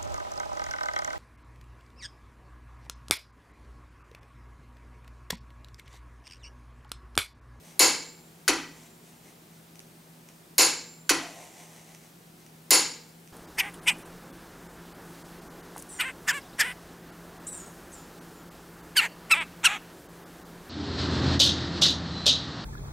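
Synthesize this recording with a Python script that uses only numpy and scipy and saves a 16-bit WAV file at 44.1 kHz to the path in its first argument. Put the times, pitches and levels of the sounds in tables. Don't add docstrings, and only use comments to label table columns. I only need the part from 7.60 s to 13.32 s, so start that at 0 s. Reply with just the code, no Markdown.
import sys
import numpy as np
from scipy import signal
from scipy.fft import rfft, irfft
from scipy.io import wavfile
from scipy.ndimage import uniform_filter1d, minimum_filter1d

SR = 44100
rng = np.random.default_rng(int(sys.argv[2]) if len(sys.argv) > 2 else 0)


def unload_wav(signal):
    wavfile.write(
        sys.argv[1],
        SR,
        np.round(np.clip(np.atleast_2d(signal).T, -1, 1) * 32767).astype(np.int16),
    )


N = 252472

# frequency in Hz, relative density in dB.
AIR_SPECTRUM = [(25, -36), (50, -21.5), (120, -19.5), (170, -9.5), (250, -16), (360, -12.5), (500, -20.5),
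                (750, -21), (1100, -25.5), (3000, -29), (8600, -31), (16000, -31.5)]
AIR_DB = -56.5
# frequency in Hz, level in dB, rms waver in Hz.
HUM_TONES = [(118, -73.5, 0.38), (163.2, -57.5, 1.75), (238.6, -66.5, 2.03), (8530, -73.5, 1.6)]
# frequency in Hz, side level in dB.
AIR_PORT_SIDE = [(60, -19), (150, -14.5), (380, -8), (950, 1), (2400, -2.5), (6000, -7), (12000, -18.5)]
# frequency in Hz, side level in dB.
NEAR_PORT_SIDE = [(150, -19), (350, -18), (600, -12.5), (4500, -12), (8000, -14), (12000, -22)]

# start in seconds, length in seconds, relative level in dB.
HANDLE_SWINGS = [(0, 0.18, -54.5), (1.125, 0.2, -52), (1.41, 0.19, -60), (1.61, 0.15, -58.5),
                 (1.9, 0.11, -62), (3.553, 0.97, -48), (4.77, 0.097, -60)]
SWING_ATTACK_S, SWING_SAG_DB_PER_S, SWING_RELEASE_S = 0.045, 11, 0.064
GROAN_START_S, GROAN_LENGTH_S, GROAN_DB, GROAN_SAG_DB_PER_S = 3.58, 0.33, -47.5, 32
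# time in seconds, relative level in dB.
HANDLE_TICKS = [(2.156, -40), (2.1758, -49.5), (2.2023, -38), (2.6878, -37.5), (4.348, -36), (4.4378, -44),
                (4.864, -40), (5.675, -40.5)]
# frequency in Hz, width in Hz, relative level in dB.
SOCKET_RESONANCES = [(740, 400, 13), (2010, 470, 8), (2700, 1700, 0), (4000, 1100, -7), (5870, 1500, 6),
                     (7400, 400, -20), (8100, 770, 0), (11100, 1100, -5)]

# start in seconds, relative strength in dB,
# brightness in dB per octave, lingering note in dB relative to the other modes' 0 dB.
WRENCH_TRIPS = [(0.1936, 1.5, 0.5, -32.5), (2.9815, 0, 1, -28), (5.1068, 0, 1.16, -40.5)]
# start in seconds, relative strength in dB,
# brightness in dB per octave, lingering note in dB relative to the other modes' 0 dB.
WRENCH_RESETS = [(0.879, 1, -0.6, -54), (3.4932, 1.5, -0.04, -53)]
# frequency in Hz, relative level in dB.
TRIP_SPECTRUM = [(60, -16.5), (190, -13), (280, 5), (480, 5), (680, 0), (1000, 3.5), (1750, -2.5),
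                 (2300, 0.5), (3400, -4), (4500, 5), (5900, -0.5), (7000, 7), (9000, -5.5), (11900, -3.5),
                 (12900, -11), (13750, -3), (14500, -20)]
# frequency in Hz, relative level in dB.
RESET_SPECTRUM = [(60, -21), (190, -21), (285, 7), (480, -5), (680, -8), (1200, -0.5), (2100, -4.5),
                  (3400, -9), (4500, -8), (7000, -10.5), (9300, -18), (10350, -10), (11200, -16.5),
                  (15500, -30)]
# frequency in Hz, height of the hump in dB.
TRIP_HUMPS = [(1637, 8.5), (2048, 7.5), (2251, 6), (2641, 7), (2772, 2.5), (3071, 4.5), (4072, 2),
              (4229, 2), (4524, 1.5), (4960, 2.5), (5182, 0.5), (5542, 3), (5686, 5), (6949, -0.5),
              (7076, 6.5), (7283, -2), (7698, -11.5), (8306, 5)]
# frequency in Hz, height of the hump in dB.
RESET_HUMPS = [(1516, 2.5), (1979, 6.4), (2259, 3.7), (2555, 6.6), (3080, 7.9), (4232, 6.2), (4590, 6.4),
               (5309, 3.2), (5427, 3.5), (5948, 11.5), (6106, 1.9), (6847, 7.7), (7045, 3.4), (7202, 1.7),
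               (7322, 3.3), (7672, 3.5), (7928, 3.3), (8729, 10.5)]
# frequency in Hz, relative level in dB, 60 dB decay in seconds.
TRIP_RINGING = [(2080, -25.5, 0.05), (2240, -30.5, 0.61), (4200, -11.5, 0.041), (4200, -30.5, 0.62),
                (4500, -15.5, 0.33), (5080, -12, 0.014), (5200, -18.5, 0.39), (5500, -20, 0.2),
                (6470, -26.5, 0.46), (6870, -23, 0.27), (6800, -18.5, 0.47), (7190, -18.5, 0.39),
                (7300, -46, 0.37), (9930, -12, 0.31), (10700, 1, 0.024), (11800, -4, 0.026),
                (13700, -1, 0.012)]
# frequency in Hz, relative level in dB, 60 dB decay in seconds.
RESET_RINGING = [(1500, -9, 0.027), (1950, -31.5, 0.5), (2480, -44, 0.74), (4310, -56, 0.23),
                 (4600, -18.5, 0.068), (5980, -13, 0.033), (9950, -32.5, 0.23), (10220, -14.5, 0.072)]
# frequency in Hz, relative level in dB.
NEAR_SPECTRUM = [(100, -26), (650, -46), (1250, -3.5), (3000, 0), (8000, 4), (11500, 7), (15500, 11)]

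# frequency in Hz, 60 dB decay in seconds.
GARAGE_DECAY = [(100, 1), (300, 0.45), (1000, 0.45), (2300, 0.48), (4500, .5), (7000, 0.42), (10000, 0.39),
                (15000, 0.19)]
# delay in seconds, level in dB over the diffuse tail.
REFLECTIONS = [(.010, 6.5), (0.019, 9), (0.029, -11), (0.052, 7.5), (.098, -22)]
# frequency in Hz, relative level in dB,
# 60 dB decay in seconds.
STANDING_WAVES = [(264.3, 0, 0.21), (292.6, -4, 0.13), (327.3, 3.5, 0.39), (385.5, -2, 0.29),
                  (482, -9.5, 0.87), (518, 5, 0.33), (775, 9.5, 0.32), (831, 0, 0.52), (894, -6.5, 0.77),
                  (980, 5.5, 0.39), (1043, 6, 0.33), (1110, -19, 0.2), (1219, -2.5, 0.45), (1376, 6, 0.31)]
EDGE_HZ = 15800


def amp(db):
    return 10 ** (np.asarray(db) / 20)


def unit(x):
    return x / np.sqrt(np.mean(x ** 2) + 1e-20)


def read(points, hz):
    f, value = np.transpose(points)
    return np.interp(np.log(hz + 1), np.log(f + 1), value)


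def add(mix, s, sound):
    part = mix[..., round(s * SR):][..., :sound.shape[-1]]
    part += sound[..., :part.shape[-1]]


def freqs(size):
    return np.fft.rfftfreq(size, 1 / SR)


def drift(rate_hz):
    lowpass = 1 + (freqs(N) / rate_hz) ** 4
    return unit(irfft(rfft(rng.standard_normal(N)) / lowpass, N))


def colour(x, points, tilt_db=0, size=4096):
    hz = abs(np.fft.fftfreq(size, 1 / SR))
    tilt = tilt_db * np.log2((hz + 200) / 4000)
    log_gain = np.log(amp(read(points, hz) + tilt))
    spectrum = np.exp(np.conj(signal.hilbert(log_gain)))
    taps = np.fft.ifft(spectrum).real[:size // 2]
    return signal.fftconvolve(x, taps)[:len(x)]


def ports(middle, side, side_db=NEAR_PORT_SIDE):
    side_gain = amp(read(side_db, freqs(len(side))))
    side = irfft(rfft(side) * side_gain, len(side))
    return np.array([middle + side, middle - side])


def background(flutter=0.2):
    hz = freqs(N)
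    z = rfft(rng.standard_normal((2, N))) * amp(read(AIR_SPECTRUM, hz))
    z = z / np.std(irfft(z[0] * (hz > 300), N))
    air = amp(AIR_DB) * ports(*irfft(z, N), AIR_PORT_SIDE)
    hum = np.zeros(N)
    for f, db, waver_hz in HUM_TONES:
        phase = 2 * np.pi * np.cumsum(f + waver_hz * drift(6.2)) / SR
        level = 1 + flutter * drift(2.2)
        hum += amp(db) * unit(np.sin(phase) * level)
    return air + hum


def stroke(start, length, db, sag_db_per_s):
    t = np.arange(N) / SR - start
    attack = np.clip(t / SWING_ATTACK_S, 0, 1)
    release = np.clip((length - t) / SWING_RELEASE_S, 0, 1)
    return attack * release * amp(db - sag_db_per_s * np.clip(t, 0, length))


def resonances(x, modes):
    hz = freqs(N)
    body = sum(amp(db) / (1 + 1j * (hz ** 2 - f ** 2) / (width * hz + 1e-9)) for f, width, db in modes)
    return irfft(rfft(x) * body, N)


def clatter(seconds, shape=1, size=8192, count=3):
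    envelope = np.exp(-(np.arange(size) / SR / seconds) ** shape) + 1e-9
    burst = rng.standard_normal(size) * envelope
    for _ in range(count):
        z = rfft(burst)
        burst = irfft(z / (abs(z) + 1e-12)) * envelope ** .3
    return burst / np.linalg.norm(burst)


def handling(room, grains_per_s=3500, grain_db=0.5, rub_db=-1.5, unsteady_db=2.0, tick_db=13, wet_db=-5):
    slip_size = amp(grain_db * np.minimum(rng.exponential(1, N), 4))
    slipping = rng.random(N) < grains_per_s / SR
    slips = rng.standard_normal(N) * slip_size * slipping

    swinging = sum(stroke(*row, SWING_SAG_DB_PER_S) for row in HANDLE_SWINGS)
    unsteady = amp(rub_db + unsteady_db * drift(8.4))
    rub = unit(resonances(slips, SOCKET_RESONANCES)) * unsteady * swinging

    groan_modes = [(685, 42, 13), (760, 70, -5), (1930, 72, -3.0), (2650, 140, -11)]
    unloading = stroke(GROAN_START_S, GROAN_LENGTH_S, GROAN_DB, GROAN_SAG_DB_PER_S)
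    groan = unit(resonances(slips, groan_modes)) * unloading

    knocks = np.zeros(N)
    for s, db in HANDLE_TICKS:
        add(knocks, s, amp(db + tick_db) * clatter(0.0026))
    ticks = resonances(knocks, [(2460, 1100, 5.5), (5770, 1100, 7.0), (8500, 550, -2)])

    near = colour(rub + groan + ticks, [(11500, -1.0), (13000, -13)])
    return near + amp(wet_db) * signal.fftconvolve(near[None], room, axes=1)[:, :N]


def peaked(spectrum, peaks, width_hz=65, valley_db=-1.5):
    hz = freqs(4096)
    humps = sum(db / (1 + ((hz - f) / width_hz) ** 2) for f, db in peaks)
    return np.transpose([hz, read(spectrum, hz) + humps + valley_db])


def ring(modes, flutter=0, flutter_hz=35):
    t = np.arange(2 * SR) / SR
    knots = np.arange(0, 2, 1 / (2 * flutter_hz))
    wander = rng.standard_normal((len(modes), 2, SR // 32))[..., :len(knots)]
    out = np.zeros(len(t))
    for (hz, db, t60), (a, b) in zip(modes, wander):
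        beat = (1 + flutter * np.interp(t, knots, a + 1j * b)) / np.sqrt(1 + flutter ** 2)
        decay = np.exp(-np.log(1000) * t / t60)
        tone = np.exp(2j * np.pi * (hz * t + rng.random()))
        out += decay * amp(db) * (beat * tone).imag
    return out


def garage(bass_rise=0.0066, treble_rise=0.0011, echo_width=0.00051, modes_db=-55, patchy_db=2.0, size=256):
    noise = rng.standard_normal((2, SR))
    _, _, z = signal.stft(noise, SR, nperseg=16 * size)
    noise = signal.istft(z / (abs(z) + 1e-12), SR, nperseg=16 * size)[1][:, :SR]
    hz, t, z = signal.stft(noise, SR, nperseg=size)
    rise = read([(400, bass_rise), (3000, treble_rise)], hz)[:, None]
    build_up = 1 - np.exp(-t / rise)
    decay = np.exp(-np.log(1000) * t / read(GARAGE_DECAY, hz)[:, None])
    patches = uniform_filter1d(rng.standard_normal(z.shape[1:]), size=3, axis=0)
    patches = unit(uniform_filter1d(patches, size=3, axis=1))
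    z = z * amp(patchy_db * patches) * build_up * decay
    tail = signal.istft(z, SR, nperseg=size)[1][:, :SR]

    t = np.arange(SR) / SR
    swells = sum(amp(db) ** 2 * np.exp(-((t - s) / echo_width) ** 2) for s, db in REFLECTIONS)
    tail = tail * np.sqrt(1 + swells)
    middle, side = tail / np.linalg.norm(tail[0])
    standing = amp(modes_db) * ring(STANDING_WAVES)[:SR] * (1 - np.exp(-t / bass_rise))
    return ports(middle + standing, side)


def snaps(rows, spectrum, modes, note_hz, note_t60, room, chatter, shape, near_db, room_db, ring_db, flutter=0.6):
    out = np.zeros((2, N))
    for s, db, tilt_db, note_db in rows:
        blow = amp(db) * colour(clatter(chatter, shape), spectrum, tilt_db)
        add(out, s, amp(near_db) * colour(blow, NEAR_SPECTRUM))
        add(out, s, amp(room_db) * signal.fftconvolve(blow[None], room, axes=1))
        struck = list(modes) + [(note_hz, note_db, note_t60)]
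        ringing = ports(ring(struck, flutter), ring(struck, flutter))
        add(out, s, amp(db + ring_db) * ringing)
    return out


def scene():
    room = garage()
    trips = snaps(WRENCH_TRIPS, peaked(TRIP_SPECTRUM, TRIP_HUMPS), TRIP_RINGING,
                  note_hz=7290, note_t60=0.97, room=room, chatter=0.00258, shape=1.38,
                  near_db=10.5, room_db=21.5, ring_db=-3.5)
    resets = snaps(WRENCH_RESETS, peaked(RESET_SPECTRUM, RESET_HUMPS), RESET_RINGING,
                   note_hz=7300, note_t60=2.8, room=room, chatter=0.00964, shape=6.1,
                   near_db=25.5, room_db=18.5, ring_db=-2.5)
    port_balance = amp([[.2], [-.2]])
    return (trips + resets + handling(room) + background()) * port_balance


def record(dry, ceiling_db=-15.0, release_db_per_s=2200, window=0.00075, lookahead=0.00095, sense_hz=9000):
    sensed = signal.lfilter(*signal.butter(2, min(sense_hz, SR / 2 - 1), fs=SR), dry)
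    power = uniform_filter1d((sensed ** 2).mean(0), max(int(window * SR), 1))
    over_db = np.maximum(10 * np.log10(abs(power) + 1e-12) - ceiling_db, 0)
    fall = np.arange(N) / SR * release_db_per_s
    held_db = np.maximum.accumulate(over_db + fall) - fall
    span = max(int(lookahead * SR), 1)
    gain_db = uniform_filter1d(minimum_filter1d(-held_db, span), span)
    limited = dry * amp(gain_db)
    lowpass = signal.firwin(255, EDGE_HZ, window=("kaiser", 8), fs=SR)
    return signal.oaconvolve(limited, lowpass[None], "same", axes=1)


dry = scene()
out = record(dry)
unload_wav(out)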